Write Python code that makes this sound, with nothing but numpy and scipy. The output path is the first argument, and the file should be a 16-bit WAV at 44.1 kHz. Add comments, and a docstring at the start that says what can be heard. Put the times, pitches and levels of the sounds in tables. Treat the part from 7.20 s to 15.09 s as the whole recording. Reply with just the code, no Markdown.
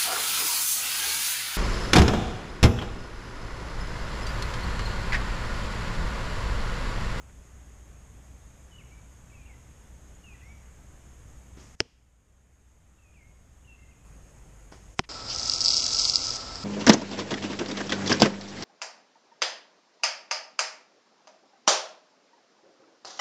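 """In a wood, then on a meadow, a far bow twangs and its arrow hisses in and smacks a foam target close by.
Coloured noise makes the rumbling, hissing air; a wavering low tone is a far engine, and gliding tones are birds.
Pulses make the bowstring, swelling noise the flight, and dying tones with tearing noise the hit.
A limiter that looks ahead turns everything down just before each smack, then lets it creep back up."""
import sys
import numpy as np
from scipy import signal
from scipy.fft import irfft
from scipy.io import wavfile
from scipy.ndimage import uniform_filter1d, minimum_filter1d

SR = 44100
rng = np.random.default_rng(int(sys.argv[2]) if len(sys.argv) > 2 else 0)


def log_audio(samples):
    """Write samples as a 16-bit WAV file to the path given in sys.argv[1]."""
    # one column per channel
    frames = np.atleast_2d(samples).T
    # limit to full scale, then quantise
    limited = np.clip(frames, -1, 1)
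    pcm = np.round(limited * 32767).astype(np.int16)
    wavfile.write(sys.argv[1], SR, pcm)


N = 347949
MEADOW_STARTS_S = 6.85


def gain_of(db):
    """Turns decibels into a plain multiplier."""
    return 10 ** (np.asarray(db) / 20)


def evened(x):
    """Scales a sound to an average (rms) level of 1."""
    return x / np.sqrt(np.mean(x ** 2) + 1e-20)


def read(points, hz):
    """Reads a curve at any frequency, joining its points by straight lines over log frequency."""
    point_hz, value = np.transpose(points)
    return np.interp(np.log(hz + 1), np.log(point_hz + 1), value)


def add(mix, start_s, sound):
    """Adds a sound into the mix, cut off where the mix ends."""
    part = mix[round(start_s * SR):][:len(sound)]
    part += sound[:len(part)]


def noise(spectrum, size, patchy_db):
    """Coloured noise from random short spectra, with patches that drift louder and softer; rms 1."""
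    frames, hz = size // 512 + 5, np.fft.rfftfreq(2048, 1 / SR)
    real, imaginary, patches = rng.standard_normal((frames, 1025, 3)).T
    patches = uniform_filter1d(patches, size=16, axis=0)  # smooth over frequency
    patches = evened(uniform_filter1d(patches, size=6, axis=1))  # smooth over time
    level_db = read(spectrum, hz)[:, None] + patchy_db * patches
    spectra = (real + 1j * imaginary) * gain_of(level_db)
    sound = signal.istft(spectra, nperseg=2048, noverlap=1536)[1]
    return evened(sound[:size])


def wobble(size, hz):
    """Slow random drift: noise with everything much faster than hz filtered away; rms 1."""
    b, a = signal.butter(2, hz, fs=SR)
    drift = signal.lfilter(b, a, rng.standard_normal(size + SR))
    return evened(drift[SR:])  # skip the filter's first second


def ring(modes, wave):
    """Tones struck together, each dying away at its own speed; peak 1."""
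    t = np.arange(SR // 5) / SR
    out = np.zeros(len(t))
    for hz, db, t60 in modes:
        out += gain_of(db - 60 * t / t60) * wave(2 * np.pi * hz * t)
    return out / abs(out).max()


def puffs(rows):
    """Short bursts of noise around a centre pitch, each swelling quickly and fading."""
    out = np.zeros(N)
    for start_s, db, hz, length_s in rows:
        colour = [(hz / 3, -18), (hz, 0), (3 * hz, -12), (9 * hz, -60)]
        puff = noise(colour, round(length_s * SR), patchy_db=0)
        swell = np.sin(np.pi * np.linspace(0, 1, len(puff)) ** .5) ** 2
        add(out, start_s, gain_of(db) * puff * swell)
    return out


# How long echoes among the trees last. Each row: frequency in Hz, time to fade by 60 dB in seconds.
TREE_FADES = [(100, .25), (400, .25), (1500, .5), (3000, 0.76), (6000, 0.5), (12000, 0.12)]


def trees(x):
    """Sparse echoes off the trunks, upright or flipped at random, each band dying at its own speed."""
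    taps = np.zeros(SR)
    at = np.arange(200, SR - 20, 20)
    taps[at + rng.integers(0, 20, len(at))] = rng.choice([-1., 1.], len(at))
    hz, t, spectra = signal.stft(taps, SR, nperseg=256)
    fade = gain_of(-60 * t / read(TREE_FADES, hz)[:, None])
    tail = signal.istft(spectra * fade, SR, nperseg=256)[1]
    return signal.fftconvolve(x, tail / np.linalg.norm(tail))[:N]


# Colour of the still air, wind rumble and microphone hiss in each place.
# Each row: frequency in Hz, relative level in dB per Hz.
WOOD_AIR = [(12, -42), (22, -8), (45, -6), (91, -7), (125, -11.5), (357, -24), (1960, -32.5), (3600, -39),
            (4200, -45.5), (5000, -42), (6150, -38.5), (6450, -27), (7100, -33), (10200, -44.5),
            (12400, -46.5), (13900, -54), (15000, -75.5)]
MEADOW_AIR = [(12, -41.5), (22, -14), (40, -3.5), (81, -11.5), (123, -10), (210, -20.5), (485, -24.5),
              (2600, -35.5), (4300, -45), (6150, -39), (6450, -26.5), (7100, -34), (12800, -50),
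              (13700, -51.5), (14500, -85.5)]
# Average air level, in dB: in the wood, on the meadow.
AIR_LEVELS_DB = [-52, -52.5]


def air():
    """Wind rumble and hiss as gently patchy noise, with one colour for the wood and one for the meadow."""
    cut = round(MEADOW_STARTS_S * SR)
    wood_db, meadow_db = AIR_LEVELS_DB
    wood = gain_of(wood_db) * noise(WOOD_AIR, cut, patchy_db=0.9328)
    meadow = gain_of(meadow_db) * noise(MEADOW_AIR, N - cut, patchy_db=1.2)
    return np.r_[wood, meadow]


# Pitch path of the far engine, dropping where the meadow starts. Each row: time in seconds, pitch in Hz
# before a small random wobble.
ENGINE_PITCH = [(0, 60.53), (.45, 61.65), (.68, 58), (.9, 61.02), (1.6, 61.56), (2.0, 59.24), (2.9, 60.5),
                (3.6, 62.7), (3.95, 62.64), (4.15, 58.84), (4.5, 60.72), (4.95, 59), (5.2, 61.21),
                (6.5, 61.96), (6.84, 63.44), (6.86, 52.6), (7.05, 54.05), (7.2, 50.19), (7.45, 50.59),
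                (7.7, 54), (7.89, 55.6)]
ENGINE_DB = -53  # before the wobble in strength


def drone():
    """The engine's low firing tone, unsteady in pitch and strength, with a weak octave above."""
    t = np.arange(N) / SR
    path_hz = np.interp(t, *np.transpose(ENGINE_PITCH))
    turns = np.cumsum(path_hz * (1 + 0.028 * wobble(N, hz=6.))) / SR
    tone = np.sin(2 * np.pi * turns) + gain_of(-18.5) * np.sin(4 * np.pi * turns)
    strength_db = ENGINE_DB + 2.0 * wobble(N, hz=11.0)
    return np.sqrt(2) * gain_of(strength_db) * tone


# Faint ticks in the leaf litter.
# Each row: start in seconds, level in dB before its swell, centre in Hz, length in seconds.
LITTER_TICKS = [(.095, -56, 850, .012), (.678, -66, 5500, .004), (3.232, -63, 5000, .008),
                (3.278, -69, 3000, .004)]


def litter_ticks():
    """Leaf litter ticking, as tiny puffs of noise."""
    return puffs(LITTER_TICKS)


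# Whistled notes before warble and flutter; a bigger bend leaves the first pitch sooner.
# Each row: start in seconds, length in seconds, first pitch in Hz, last pitch in Hz, bend (a plain power),
# starting level in dB, change in level by the end in dB.
BIRD_NOTES = [(1.507, 0.0607, 3120, 2929, 2.48, -64.5, 6.5),
              (1.579, 0.0453, 3068, 2048, 1.15, -53.5, -13.5), (1.712, .045, 2280, 2300, 1.4, -60, -4),
              (2.095, 0.01726, 2724, 2480, 1.22, -64.5, -4), (2.114, 0.0264, 2375, 2292, 2.5, -60, -0.5),
              (2.133, 0.126, 2749, 2396, 2.39, -60, -7.5), (2.256, 0.032, 2899, 2410, 1.17, -59.5, -3),
              (2.287, 0.086, 2349, 2014, 2.89, -60, -11.5), (2.943, .03, 6848, 6800, 1.253, -64, -0.5),
              (3.034, 0.107, 2935, 2413, 1.61, -56.5, -3), (3.137, .035, 2058, 1884, 1.63, -59, -9.5),
              (3.138, .052, 5600, 6450, 4, -75, -1.5), (3.248, .19, 5000, 5680, 26, -70, -13),
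              (3.205, 0.0142, 3170, 2460, 1.2, -64.5, 4.5), (3.209, 0.125, 1877, 2293, 2.1, -61, -1.5),
              (5.779, 0.027, 2850, 2558, 1.07, -61.5, -4.5), (5.815, 0.13, 2728, 2429, 3.05, -59.5, -11.5),
              (5.938, 0.1134, 2850, 2103, 2.66, -58, -4), (6.045, 0.067, 2170, 2171, 1.12, -61, -10),
              (6.44, .02, 2800, 2950, 1.2, -64, -1.5), (6.47, .085, 2750, 2620, .7, -56, 0),
              (6.556, .018, 3050, 2480, 1.2, -62, -4), (6.576, 0.1183, 2114, 2093, 1.47, -65, 1.5),
              (6.707, 0.0316, 3110, 2403, 2.5, -57.5, -12.5), (6.756, 0.077, 2440, 2490, 1.03, -72, 0.5)]
NOTE_RISE_S, NOTE_FALL_S = 0.0088, 0.00355
WARBLE, FLUTTER_DB = .006, 2.5  # typical size: share of the pitch, and dB of level


def birds():
    """Near-pure gliding whistles, a little fluttering from the distance."""
    out = np.zeros(N)
    for start_s, length_s, first_hz, last_hz, bend, db, change_db in BIRD_NOTES:
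        t = np.arange(0, length_s, 1 / SR)
        hz = last_hz + (first_hz - last_hz) * (1 - t / length_s) ** bend
        hz *= 1 + WARBLE * wobble(len(t), hz=50.)
        edge = np.minimum(t / NOTE_RISE_S, 1) * np.minimum((length_s - t) / NOTE_FALL_S, 1)
        level_db = db + change_db * t / length_s + FLUTTER_DB * wobble(len(t), hz=70.)
        whistle = np.sin(2 * np.pi * np.cumsum(hz) / SR)
        add(out, start_s, np.sqrt(2) * gain_of(level_db) * edge * whistle)
    return out


# Single late echoes off trunks and ground.
# Each row: start in seconds, level in dB before its swell, centre in Hz, length in seconds.
LATE_ECHOES = [(4.647, -43.5, 210, 0.03), (7.836, -43, 1720, 0.028)]


def late_echoes():
    """Trunks and ground sending back a late echo, as a short puff of noise."""
    return puffs(LATE_ECHOES)


# Each bow let go. Each row: start in seconds, first string slap in dB, slap sharpness in Hz,
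# rustle in dB before its rise and fade, time for the rustle to fade by 60 dB in seconds.
BOW_SHOTS = [(4.375, -39, 337.4, -54, .6), (7.5246, -33, 1150, -46, 0.187)]
# Colour of the rustle. Each row: frequency in Hz, relative level in dB.
RUSTLE_COLOUR = [(100, -19.5), (200, 3.5), (600, -8.5), (1500, -7.5), (3000, -13.5), (4200, -18.5),
                 (5300, -10.5), (7000, -20), (10000, -34), (13000, -69)]
STRING_S, STRING_FADE_DB = .0105, -5.5  # the string slaps again after each swing, weaker


def bows():
    """The string slaps several times as brief pulses, and limbs and shaft rustle away as fading noise."""
    out = np.zeros(N)
    for start_s, slap_db, sharp_hz, rustle_db, t60 in BOW_SHOTS:
        u = np.pi * sharp_hz * (np.arange(441) - 220) / SR
        slap = -(1 - 1.07 * u ** 2) * np.exp(-u ** 2)  # a dip with a small bump on each side
        for k in range(5):
            add(out, start_s + k * STRING_S - 220 / SR, gain_of(slap_db + k * STRING_FADE_DB) * slap)
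        t = np.arange(SR // 2) / SR
        shape = gain_of(rustle_db - 60 * t / t60) * (1 - np.exp(-t / 0.0042))
        add(out, start_s - .008, shape * noise(RUSTLE_COLOUR, len(t), patchy_db=0))
    return out


# Each arrow in the air. Each row: leaving time in seconds, launch level in dB, arrival level in dB,
# time to cover the last stretch past the microphone in seconds.
ARROW_FLIGHTS = [(4.398, -59, -36.5, 0.0039), (7.552, -66, -39, 0.0076)]
# Colour of the hissing feathers. Each row: frequency in Hz, relative level in dB.
FEATHER_COLOUR = [(300, -10), (1500, -8), (3000, -8), (4200, -12), (5300, -3), (6500, -1), (8000, -9),
                  (11000, -26), (14000, -70)]
# When each arrow lands, in seconds.
LANDINGS_S = [4.60405, 7.79295]
LAUNCH_FADE_DB_PER_S = -64


def flights():
    """The launch whoosh dies away, then the hiss swells as the arrow nears and stops at the target."""
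    out = np.zeros(N)
    for (start_s, launch_db, arrival_db, near_s), lands_s in zip(ARROW_FLIGHTS, LANDINGS_S):
        t = np.arange(0, lands_s - start_s, 1 / SR)
        time_left = t[::-1]
        launch = gain_of(launch_db + LAUNCH_FADE_DB_PER_S * t)
        arrival = gain_of(arrival_db) / (1 + (time_left / near_s) ** 2)
        ends = signal.windows.tukey(len(t), .02)  # short fades at both ends
        add(out, start_s, (launch + arrival) * ends * noise(FEATHER_COLOUR, len(t), patchy_db=0))
    return out


# Each landing, with levels before shaping and limiting. Each row: crack in dB, delay of its repeat in seconds,
# repeat compared with the crack in dB, thud in dB, tearing in dB, near scatter in dB, far echoes in dB.
LANDINGS = [(19, .0004, -9, -3, 0, -21.5, -42.5), (12, 0.000917, -18, -1, -8, -28, -54.5)]
# How long after landing each shaft stops, in seconds.
SHAFT_STOPS_S = [.0035, .003]
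# The tip bursting the skin of each target, one list per target.
# Each row: pitch in Hz, relative level in dB, time to fade by 60 dB in seconds.
TARGET_SKINS = [
    [(350, -13.5, 0.019), (1735, -5.5, 0.006), (2700, -2, 0.0031), (4370, -11, .005), (5125, 3.5, 0.0046),
     (6184, -18.5, .008), (8950, -18, .004), (12430, -23.5, .003), (15000, -25.5, .003)],
    [(500, -15, 0.0014), (1085, -1.5, 0.0026), (2029, -2.5, 0.0036), (3050, -13, 0.0043),
     (5360, -7.5, 0.0049), (7260, -14.5, 0.0043), (11000, -23, .003), (14500, -21.5, .003)],
]
# The foam body of each target thudding as the shaft stops, one list per target.
# Each row: pitch in Hz, relative level in dB, time to fade by 60 dB in seconds.
TARGET_BODIES = [
    [(115, -7, .07), (178.4, -9.5, 0.055), (253.85, -10.5, 0.074), (431, 6, 0.016), (464.8, -16, 0.1),
     (590, 3, .014)],
    [(161, -19, 0.12), (265, 1, 0.022), (371.2, 0.5, 0.026), (770, 9, 0.0097), (1000, -2, 0.01)],
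]
# Colour of tearing foam. Each row: frequency in Hz, relative level in dB.
TEAR_COLOUR = [(150, -7), (400, 4), (1200, -7), (3000, -3), (4000, -10.5), (5200, -1), (6500, -9.5),
               (9000, -24.5), (13000, -49)]


def hits():
    """The skin cracks, repeats off the ground and tears; the foam thuds; scatter returns from near and far."""
    out = np.zeros(N)
    # longer contact softens a blow: smoothing over 9 or 31 samples
    sharp, soft = signal.windows.hann(9) / 4, signal.windows.hann(31) / 15
    t = np.arange(SR // 4) / SR
    click = irfft(gain_of(read(TEAR_COLOUR, np.fft.rfftfreq(440, 1 / SR))))
    click = evened(np.fft.fftshift(click))  # one click of the tearing colour
    for s, stop_s, row, skin, body in zip(LANDINGS_S, SHAFT_STOPS_S, LANDINGS, TARGET_SKINS, TARGET_BODIES):
        crack_db, repeat_s, repeat_db, thud_db, tear_db, scatter_db, echo_db = row
        crack = -gain_of(crack_db) * np.convolve(ring(skin, np.cos), sharp)
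        add(out, s - 4 / SR, crack)
        add(out, s - 4 / SR + repeat_s, gain_of(repeat_db) * crack)
        thud = gain_of(thud_db) * np.convolve(ring(body, np.sin), soft)
        add(out, s + stop_s - 15 / SR, thud)
        # tearing lasts a few ms, then ground litter and the nearest stems scatter it back
        fade = gain_of(tear_db - 60 * t / 0.0076) + gain_of(scatter_db - 60 * t / 0.043)
        rise = 1 - np.exp(-t / 0.00059)
        add(out, s + 0.00023, fade * rise * noise(TEAR_COLOUR, len(t), patchy_db=0))
        burst = np.zeros(N)
        add(burst, s, click)
        out += gain_of(echo_db) * trees(burst)
    return out


def scene():
    """Adds all sources, with the birds and bows also echoing among the trees."""
    song, bow = birds(), bows()
    song_echo, bow_echo = gain_of(-8.5) * trees(song), gain_of(-11) * trees(bow)
    background = air() + drone() + litter_ticks() + song + song_echo
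    shots = late_echoes() + bow + bow_echo + flights() + hits()
    return (background + shots)[None]


def limited(x, ahead_s):
    """Sees each peak coming, drops the gain to keep it under the ceiling, then recovers at a steady rate."""
    need = np.minimum(.775 / (abs(x) + 1e-9), 1)  # ceiling .775
    size = round(ahead_s * SR)
    need = minimum_filter1d(np.r_[need, np.ones(size)], size=2 * size + 1)[:len(x)]
    need = uniform_filter1d(need, size=221)  # smooth the drop over 5 ms
    climb = np.arange(len(x)) * 0.2123 / SR  # gain regained each second
    gain = np.minimum.accumulate(need - climb) + climb
    return x * np.minimum(gain, 1)


def record(dry):
    """Limits the wood and the meadow separately, then removes the highest treble."""
    cut = round(MEADOW_STARTS_S * SR)
    wood = limited(dry[0, :cut], ahead_s=.0505)
    meadow = limited(dry[0, cut:], ahead_s=.0445)
    low_pass = signal.firwin(511, 16600, window=("kaiser", 9), fs=SR)  # treble edge in Hz
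    return signal.oaconvolve(np.r_[wood, meadow], low_pass, "same")[None]


dry = scene()
out = record(dry)
log_audio(out)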